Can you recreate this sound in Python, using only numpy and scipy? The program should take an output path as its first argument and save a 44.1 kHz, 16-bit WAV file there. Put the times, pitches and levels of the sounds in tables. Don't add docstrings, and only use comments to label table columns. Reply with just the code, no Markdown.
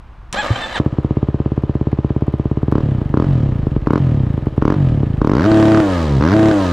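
import sys
import numpy as np
from scipy import signal
from scipy.fft import rfft, irfft, next_fast_len
from scipy.io import wavfile
from scipy.ndimage import uniform_filter1d, minimum_filter1d

SR = 44100
rng = np.random.default_rng(int(sys.argv[2]) if len(sys.argv) > 2 else 0)


def digitize_waveform(pressure):
    field = np.atleast_2d(pressure).T
    bounded = np.clip(field, -1, 1)
    quanta = np.round(bounded * 32767).astype(np.int16)
    wavfile.write(sys.argv[1], SR, quanta)


N = 296352
TIME = np.arange(N) / SR
FFT_SIZE = next_fast_len(N + 16384)
HZ = np.maximum(np.arange(FFT_SIZE // 2 + 1) * SR / FFT_SIZE, 1)

# time_s, speed_hz
IDLE_SPEED = [(.7995, 16.25), (1.16, 16.2), (1.22, 17.5), (1.5, 17.03), (2.63, 17.14), (2.72, 25.5)]
# start_s, speed_hz, growth_per_s, shut_s, rundown_s, bang_trim_db, opening (0-1)
TWISTS = [(2.7229, 29.88, 4.913, 2.7927, .486, .8, .65), (3.1406, 29.17, 5.467, 3.2436, .530, -.5, .71),
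          (3.8711, 25.74, 6.872, 3.9682, .547, 3, 1), (4.6224, 30.67, 5.201, 4.731, .558, 2, 1),
          (5.216, 30.71, 5.154, 5.796, .736, -.5, 1), (6.209, 68.19, 3.53, 6.503, .85, .8, .95)]
# pitch_hz, width_hz, gain_db
PIPE_MODES = [(139.2, 47.3, 10.5), (171, 106, -6.5), (215.7, 61, 5.5), (302.5, 77, 6), (417.5, 49, 6)]
# pitch_hz, width_hz, gain_db
CASE_MODES = [(1242, 92, 10), (1724, 320, 5.8), (3054, 250, 4.2), (3800, 17, 7.6), (7060, 160, 3),
              (7620, 150, 6.8)]
CATCH_S, LIMIT_HZ = IDLE_SPEED[0][0], 108.75
LAST_BANG_S = .015


def exhaust_bangs(times, speed, burn, throttle):
    # freq_hz, gain_db
    soft_tone = [(25, 11.5), (48, 25.5), (70, 44.5), (110, 40.5), (230, 35), (400, 27.5), (520, 20.5),
                 (750, 15), (1100, 12.5), (1600, -14), (4000, -27), (16000, -79)]
    # freq_hz, gain_db
    hard_tone = [(25, 23), (70, 33.5), (120, 34.5), (290, 34), (450, 27.5), (750, 16), (1050, 24),
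                 (1500, 12.5), (2200, -8), (5000, -28), (9000, -37), (16000, -51.5)]
    # freq_hz, gain_db
    spit_tone = [(150, -2), (700, -11), (1400, 11.5), (2500, -5.5), (4000, -8), (5500, -10.5),
                 (8000, -28.5), (15000, -34.5)]
    pipe_db = resonance_db(PIPE_MODES)
    top_cut_db = 12 * np.log10(1 + (HZ / 9000) ** 4)
    soft = ring(clicks(times, burn * (1 - throttle)), at_hz(soft_tone) + pipe_db)
    hard = ring(clicks(times, burn * throttle), at_hz(hard_tone) + 0.69 * pipe_db - top_cut_db)
    jet = decay(clicks(times + 0.00059, burn * throttle * (speed / 108) ** 1.28), seconds=0.0029)
    jet = signal.sosfilt(signal.butter(2, 700, fs=SR, output="sos"), jet)
    spit = from_db(-11) * jet * noise(at_hz(spit_tone))
    return chambers(soft + hard, turn_hz=330, width_hz=390) + spit


def exhaust_chuffs(times, speed, unfired, throttle, whirr):
    # speed_hz, level_db
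    stroke_levels = [(17, -7.5), (26, -1.5), (45, 0.5), (65, -1), (87, -11), (105, -26.5)]
    # freq_hz, gain_db
    chuff_tone = [(25, 11.5), (70, 42), (130, 41), (290, 27.5), (450, 4.5), (620, 10.5), (1000, 1.5),
                  (2000, -6.5), (16000, -77.5)]
    # freq_hz, gain_db
    rasp_tone = [(25, 2), (90, 26.5), (200, 28), (300, 28.5), (500, 10.5), (720, -6.5), (950, 9.5),
                 (1200, -0.5), (1800, -7.5), (3000, -15), (16000, -37)]
    strength = unfired * from_db(at_hz(stroke_levels, speed)) * scatter(times, db=35 / speed)
    push = 0.14 * np.clip((75 - speed) / 30, 0, 1)
    valve_puffs = clicks(times + 0.002964, 0.57 * strength)
    piston_puffs = clicks(times + 0.0032 + .29 / speed, push * strength)
    chuff = ring(valve_puffs + piston_puffs, at_hz(chuff_tone) + resonance_db(PIPE_MODES))
    build = 0.17 + 0.83 * np.interp(times, TIME, whirr)
    rasp_sizes = unfired * (1 - throttle) * np.minimum(speed / 78, 1) ** 7.3 * build
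    rasp = ring(clicks(times + 0.00278, rasp_sizes), at_hz(rasp_tone))
    return chambers(chuff + rasp, turn_hz=560, width_hz=1040)


def intake(times, speed, throttle):
    # freq_hz, gain_db
    gulp_tone = [(25, 14), (108, 32), (215, 31), (326, 26.5), (435, -4.5), (545, 25.5), (650, 22),
                 (770, -11), (900, -3.5), (1500, 6.5), (3000, -15), (16000, -52)]
    # pitch_hz, width_hz, gain_db
    airbox_modes = [(310.8, 43, 12.2), (639, 26, 6.6)]
    ends = np.array([twist[3] + LAST_BANG_S for twist in TWISTS] + [np.inf])
    left_s = ends[np.searchsorted(ends, times)] - times
    choke = 1 - np.exp(-left_s / .02)
    strength = choke * throttle * (0.18 + 0.48 * (speed / 108) ** 6) * scatter(times, db=0.5)
    gulps = ring(clicks(times, strength), at_hz(gulp_tone) + resonance_db(airbox_modes))
    return chambers(gulps, turn_hz=388, width_hz=500, count=2)


def crank():
    speed = in_time(IDLE_SPEED)
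    for start, first_hz, growth, shut, rundown_s, _, _ in TWISTS:
        driven = np.minimum(first_hz * np.exp(growth * (np.clip(TIME, start, shut) - start)), LIMIT_HZ)
        rundown = np.exp(-np.maximum(TIME - shut, 0) / rundown_s)
        speed = np.where(TIME < start, speed, driven * rundown)
    cycles = np.cumsum(speed) / SR
    marks = np.interp([CATCH_S] + [twist[0] for twist in TWISTS] + [TIME[-1]], TIME, cycles)
    strokes = np.concatenate([np.arange(a, b - .5) for a, b in zip(marks, marks[1:])])
    return speed, np.interp(strokes, cycles, TIME)


def ignition(times, speed):
    # start_s, end_s
    limiter_spells = [(5.51, 5.69), (5.714, 5.805), (6.36, 6.40), (6.425, 6.517)]
    # time_s, level_db
    stray_pops = [(3.014, -7.5), (3.669, -3.5), (3.764, -4), (4.378, -8), (4.468, -5), (4.579, -3),
                  (5.031, -4)]
    idling = times < TWISTS[0][0] - .01
    age_s = times - times[0]
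    burn = idling * from_db(-4.5 + 3.5 * np.exp(-age_s / 0.17))
    burn[np.argmin(abs(times - .922))] = 0
    throttle = idling * (0.025 + 0.47 * np.exp(-age_s / .05))
    for start, _, _, shut, _, trim_db, opening in TWISTS:
        held = (times > start - .01) & (times < shut + LAST_BANG_S)
        limit_reached = np.maximum.accumulate(held & (speed >= LIMIT_HZ))
        lit = held & ~limit_reached
        speed_db = -3 * np.log2(speed[lit] / 33)
        closing_db = -9.5 * np.exp((times[lit] - shut - LAST_BANG_S) / 0.026)
        burn[lit] = from_db(-0.84 + trim_db + speed_db + closing_db)
        throttle[held] = opening
    for time_s, level_db in stray_pops:
        nearest = np.argmin(abs(times - time_s))
        burn[nearest], throttle[nearest] = from_db(level_db), 0.14
    for start, end in limiter_spells:
        limited = np.flatnonzero((times > start) & (times < end))
        burn[limited[::3]] = from_db(-5)
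    return burn * scatter(times, db=0.63), throttle


def clatter(cycles, speed, count=24, throb=0.19):
    # freq_hz, gain_db
    rattle_tone = [(180, -28.5), (300, 26.5), (424, 3.5), (500, -4.5), (641, -12.5), (696, -18.5),
                   (937, -21), (1350, -32), (1670, -35.5), (2210, -42), (4000, -47.5), (12500, -80.5),
                   (15500, -74)]
    # low_hz, high_hz, base_db, growth_db_per_db, gas_rush_ratio
    registers = [(610, 2840, -41.5, 0.93, 0.49), (2080, 8500, -59.5, 0.812, 3.5),
                 (6500, 28000, -81.5, 1.3068, 4.7)]
    angles = (np.arange(int(cycles[-1]) + 1)[:, None] + rng.random(count)).ravel()
    sizes = np.resize(rng.choice([-1, 1], count), len(angles)) * scatter(angles, db=1.8)
    touches = clicks(np.interp(angles, cycles, TIME, right=N), sizes)
    touches /= np.sqrt(uniform_filter1d(touches ** 2, size=8000).clip(0) + 1e-4)
    unoiled_db = 6.5 * np.exp(-np.maximum(TIME - CATCH_S, 0) / 0.22)
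    rise_db = 2.5 + 0.2473 * lag(speed, seconds=.04) + unoiled_db
    tone_db = at_hz(rattle_tone) + resonance_db(CASE_MODES)
    rattle = 0
    for low, high, base_db, growth, rush in registers:
        band_db = -10 * np.log10((1 + (low / HZ) ** 10) * (1 + (HZ / high) ** 12))
        drive = rms_one(touches) + rush * rng.standard_normal(N)
        rattle += from_db(base_db + growth * rise_db) * noise(tone_db + band_db, drive)
    swell = 1 + throb * np.cos(2 * np.pi * (cycles - .65))
    return from_db(-1.7) * rattle * swell * gate(.79, 9, fade_s=0.015)


def valve_ticks(times, speed):
    # freq_hz, gain_db
    tick_tone = [(300, -32), (1600, 3.5), (3200, 1), (5000, -20.5), (14000, -42.5)]
    octaves_up = np.log2(np.minimum(speed, 45) / speed[0])
    sizes = from_db(-46.5 + 2.5 * octaves_up) * scatter(times, db=2)
    envelope = decay(clicks(times - 0.0039, sizes), seconds=0.0067)
    return envelope * noise(at_hz(tick_tone) + resonance_db(CASE_MODES))


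def knock(times, speed, burn, lead_cycles=.2):
    # freq_hz, gain_db
    knock_tone = [(150, -11), (700, 1.5), (1100, -9), (1600, -9.5), (3200, -21), (15000, -70)]
    sizes = from_db(-35) * burn * np.minimum(30 / speed, 1) * scatter(times, db=4)
    return decay(clicks(times - lead_cycles / speed, sizes), seconds=0.0096) * noise(at_hz(knock_tone))


def overrun(times, speed, burn, throttle):
    return np.interp(TIME, times, (burn == 0) * (1 - throttle) * np.clip((speed - 22) / 22, 0, 1))


def gear_lash(times, speed, whirr):
    # freq_hz, gain_db
    lash_tone = [(400, -25.5), (780, -8.5), (970, 2), (1200, -11), (1700, -6), (2300, -17), (4000, -13.5),
                 (8000, -29), (15000, -51.5)]
    level_db = -27 + 0.24 * (speed - 97)
    sizes = np.interp(times, TIME, whirr) ** 2 * from_db(level_db) * scatter(times, db=1.5)
    return decay(clicks(times + .002, sizes), seconds=0.01) * noise(at_hz(lash_tone))


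def gear_howl(cycles, speed, whirr):
    # multiple, ring_hz, half_width_hz, peak_db
    gear_orders = [(10, 960, 46, -23), (17, 1590, 84, -34)]
    howl = 0
    for multiple, ring_hz, half_width_hz, peak_db in gear_orders:
        detune = (multiple * speed - ring_hz) / half_width_hz
        howl += from_db(peak_db) * np.sin(2 * np.pi * multiple * cycles) / (1 + detune ** 2)
    return whirr ** 2 * howl


def starter(relay_s=.327, compression_s=.505, roughness=0.0062):
    # freq_hz, gain_db
    relay_tone = [(100, 23), (600, -3), (2000, 5), (5000, 8), (9000, 6), (12000, -12), (16000, -24)]
    # time_s, pitch_hz
    mesh_pitch = [(.33, 479.7), (.372, 780), (.395, 852.5), (.412, 834), (.44, 613), (.465, 535.3),
                  (.5, 571.4), (.56, 776), (.61, 896), (.725, 862), (.74, 1007), (.755, 939), (.768, 766.5),
                  (.79, 602)]
    # centre_s, half_length_s, level_db
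    load_swells = [(0.396, 0.027, -17.5), (0.48, 0.029, -28), (.562, 0.0065, -21.5), (0.643, 0.038, -29),
                   (0.763, 0.02, -21.5)]
    # pitch_hz, width_hz, gain_db
    starter_modes = [(1227, 125, 12.5), (1720, 270, 5), (3097, 100, 11.5), (3546, 83, 12), (3990, 260, 9.5),
                     (7600, 600, 5.5)]
    # time_s, relative_db
    grind_contour = [(0.33, -18.5), (0.74, -24), (0.8, -15)]
    # freq_hz, gain_db
    grind_tone = [(120, -51), (200, -5.5), (430, -18.5), (534, -3.5), (798, -8), (1400, -18), (1710, -11),
                  (2060, -16), (3610, -24), (7350, -34), (13600, -65), (15500, -83)]
    # freq_hz, gain_db
    thump_tone = [(25, 7.5), (60, 37.5), (118, 48), (170, 20), (300, 28.5), (600, 7), (2000, -27),
                  (16000, -81)]
    harmonics = [(1, -2), (2, -4.5), (3, -11), (4, -10.5), (5, -19), (9, -23)]  # multiple, gain_db
    snap = from_db(-17.5) * decay(clicks([relay_s], [1]), seconds=0.005) * noise(at_hz(relay_tone))
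    mesh_hz = in_time(mesh_pitch)
    load = sum(from_db(db) * np.exp(-((TIME - s) / length) ** 2) for s, length, db in load_swells)
    wobble = rms_one(decay(rng.standard_normal(N), seconds=0.0023))
    phase = 2 * np.pi * np.cumsum(mesh_hz * (1 + roughness * wobble)) / SR
    whine = sum(from_db(db + resonance_db(starter_modes, k * mesh_hz)) * np.sin(k * phase)
                for k, db in harmonics)
    grind = noise(at_hz(grind_tone) + resonance_db(starter_modes))
    grind *= from_db(in_time(grind_contour) - 5 + 2.2 * wobble) * (1 + .5 * np.sin(phase))
    thump = ring(clicks([compression_s], [1]), at_hz(thump_tone))
    return snap + thump + (load * whine + grind) * gate(relay_s, 0.795, fade_s=0.012)


def yard_echoes(x, reverb_s=0.75):
    # delay_s, left_db, right_db
    slaps = [(0.0141, -28.5, -12), (0.036, -29.5, -28)]
    bright = signal.sosfilt(signal.butter(2, 600, "high", fs=SR, output="sos"), x.mean(axis=0))
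    echoes = sum(from_db([[left], [right]]) * np.pad(bright, (int(delay_s * SR), 0))[:N]
                 for delay_s, left, right in slaps)
    t = TIME[:SR // 2]
    tail = rng.standard_normal((2, len(t))) * from_db(-60 * t / reverb_s)
    tail /= np.sqrt(np.sum(tail ** 2, axis=1, keepdims=True))
    return echoes + from_db(-34.5) * signal.fftconvolve(bright[None], tail, axes=1)[:, :N]


def wind():
    # time_s, level_db
    gusts = [(.6, -37.5), (.95, -56.5), (2.4, -56.5), (2.8, -29.5), (5.2, -27.5), (5.8, -46)]
    # freq_hz, gain_db
    wind_tone = [(15, -21.5), (45, 1.5), (130, -24), (400, -71.5)]
    return from_db(in_time(gusts)) * noise(at_hz(wind_tone))


def yard_hush():
    # freq_hz, gain_db
    hush_tone = [(25, -12.5), (50, -7.5), (286, -30.5), (558, -36), (1000, -29.5), (3440, -50),
                 (15000, -81)]
    return from_db(-38.5) * noise(at_hz(hush_tone))


def widen(x, speed, smear_s=0.0044):
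    # freq_hz, gain_db
    side_tone = [(60, -30), (170, -25.5), (300, -30), (450, -24), (1300, -7), (2400, 0), (8000, -10.5)]
    # speed_hz, gain_db
    spread = [(17, -29.5), (45, -10), (85, -4)]
    mid, t = x.mean(axis=0), TIME[:SR // 20]
    smear = rng.standard_normal(len(t)) * np.exp(-t / smear_s)
    diffuse = signal.fftconvolve(mid, smear / np.linalg.norm(smear))[:N]
    side = (x[0] - x[1]) / 2 + ring(diffuse, at_hz(side_tone))
    return mid + side * from_db(at_hz(spread, speed)) * [[1], [-1]]


def chambers(x, turn_hz, width_hz, count=1):
    for k in 2 ** np.arange(count):
        radius = np.exp(-np.pi * width_hz * k / SR)
        poles = [1, -2 * radius * np.cos(2 * np.pi * turn_hz * k / SR), radius ** 2]
        x = signal.lfilter(poles[::-1], poles, x)
    return signal.sosfilt(signal.butter(1, 12, "high", fs=SR, output="sos"), x)


def noise(db, drive=None):
    # freq_hz, correlation
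    likeness = [(30, 1), (120, 0.97), (500, 0.87), (1000, 0.86), (2000, 0.82), (4000, 0.91), (8000, 0.78),
                (12000, 0.15)]
    mid, side = rfft(rng.standard_normal((2, N)), FFT_SIZE)
    if drive is not None:
        mid = rfft(rms_one(drive), FFT_SIZE)
    alike = at_hz(likeness)
    stereo = np.sqrt(1 + alike) * mid + np.sqrt(1 - alike) * side * [[1], [-1]]
    return rms_one(irfft(stereo * from_db(db), FFT_SIZE)[:, :N])


def ring(x, db):
    cepstrum = irfft(np.log(from_db(db)), FFT_SIZE)
    cepstrum[1:FFT_SIZE // 2] *= 2
    cepstrum[FFT_SIZE // 2 + 1:] = 0
    return irfft(rfft(x, FFT_SIZE) * np.exp(rfft(cepstrum)), FFT_SIZE)[..., :N]


def resonance_db(modes, hz=HZ):
    return sum(db / (1 + (2 * (hz - pitch) / width) ** 2) for pitch, width, db in modes)


def clicks(times, sizes):
    return np.bincount(np.clip(np.round(np.asarray(times) * SR).astype(int), 0, N), sizes, N + 1)[:N]


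def decay(x, seconds):
    return signal.lfilter([1], [1, -np.exp(-1 / (seconds * SR))], x + 1e-18)


def lag(x, seconds):
    return decay(x, seconds) / (seconds * SR)


def scatter(events, db):
    return from_db(db * rng.standard_normal(len(events)))


def gate(start_s, end_s, fade_s):
    return np.clip((TIME - start_s) / fade_s, 0, 1) * np.clip((end_s - TIME) / fade_s, 0, 1)


def in_time(points):
    return np.interp(TIME, *np.transpose(points))


def at_hz(points, hz=HZ):
    freqs, values = np.transpose(points)
    return np.interp(np.log(hz), np.log(freqs), values)


def from_db(db):
    return 10 ** (np.asarray(db) / 20)


def rms_one(x):
    return x / np.sqrt(np.mean(x ** 2) + 1e-20)


def scene():
    speed_curve, times = crank()
    speed = np.interp(times, TIME, speed_curve)
    clock_s = np.append(times, times[-1] + 2 / speed[-1])
    cycles = np.interp(TIME, clock_s, np.append(np.arange(len(times)), len(times) + 1) + .5)
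    burn, throttle = ignition(times, speed)
    coasting = overrun(times, speed, burn, throttle)
    whirr = lag(coasting, seconds=0.062)
    bike = exhaust_bangs(times, speed, burn, throttle)
    bike += exhaust_chuffs(times, speed, burn == 0, throttle, whirr)
    bike += intake(times, speed, throttle)
    bike += clatter(cycles, speed_curve) + valve_ticks(times, speed) + knock(times, speed, burn)
    bike += gear_lash(times, speed, whirr) + gear_howl(cycles, speed_curve, lag(coasting, seconds=.02))
    cranking = starter()
    outdoors = widen(bike + yard_echoes(bike) + yard_hush(), speed_curve)
    return outdoors + cranking + yard_echoes(cranking) + wind()


def record(dry):
    ceiling, cutoff_hz = .93, 15600
    gain = np.minimum(1, ceiling / (np.abs(dry).max(axis=0) + 1e-9))
    gain = uniform_filter1d(minimum_filter1d(gain, size=241), size=241)
    return signal.sosfilt(signal.cheby2(12, 70, cutoff_hz, fs=SR, output="sos"), dry * gain)


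dry = scene()
out = record(dry)
digitize_waveform(out)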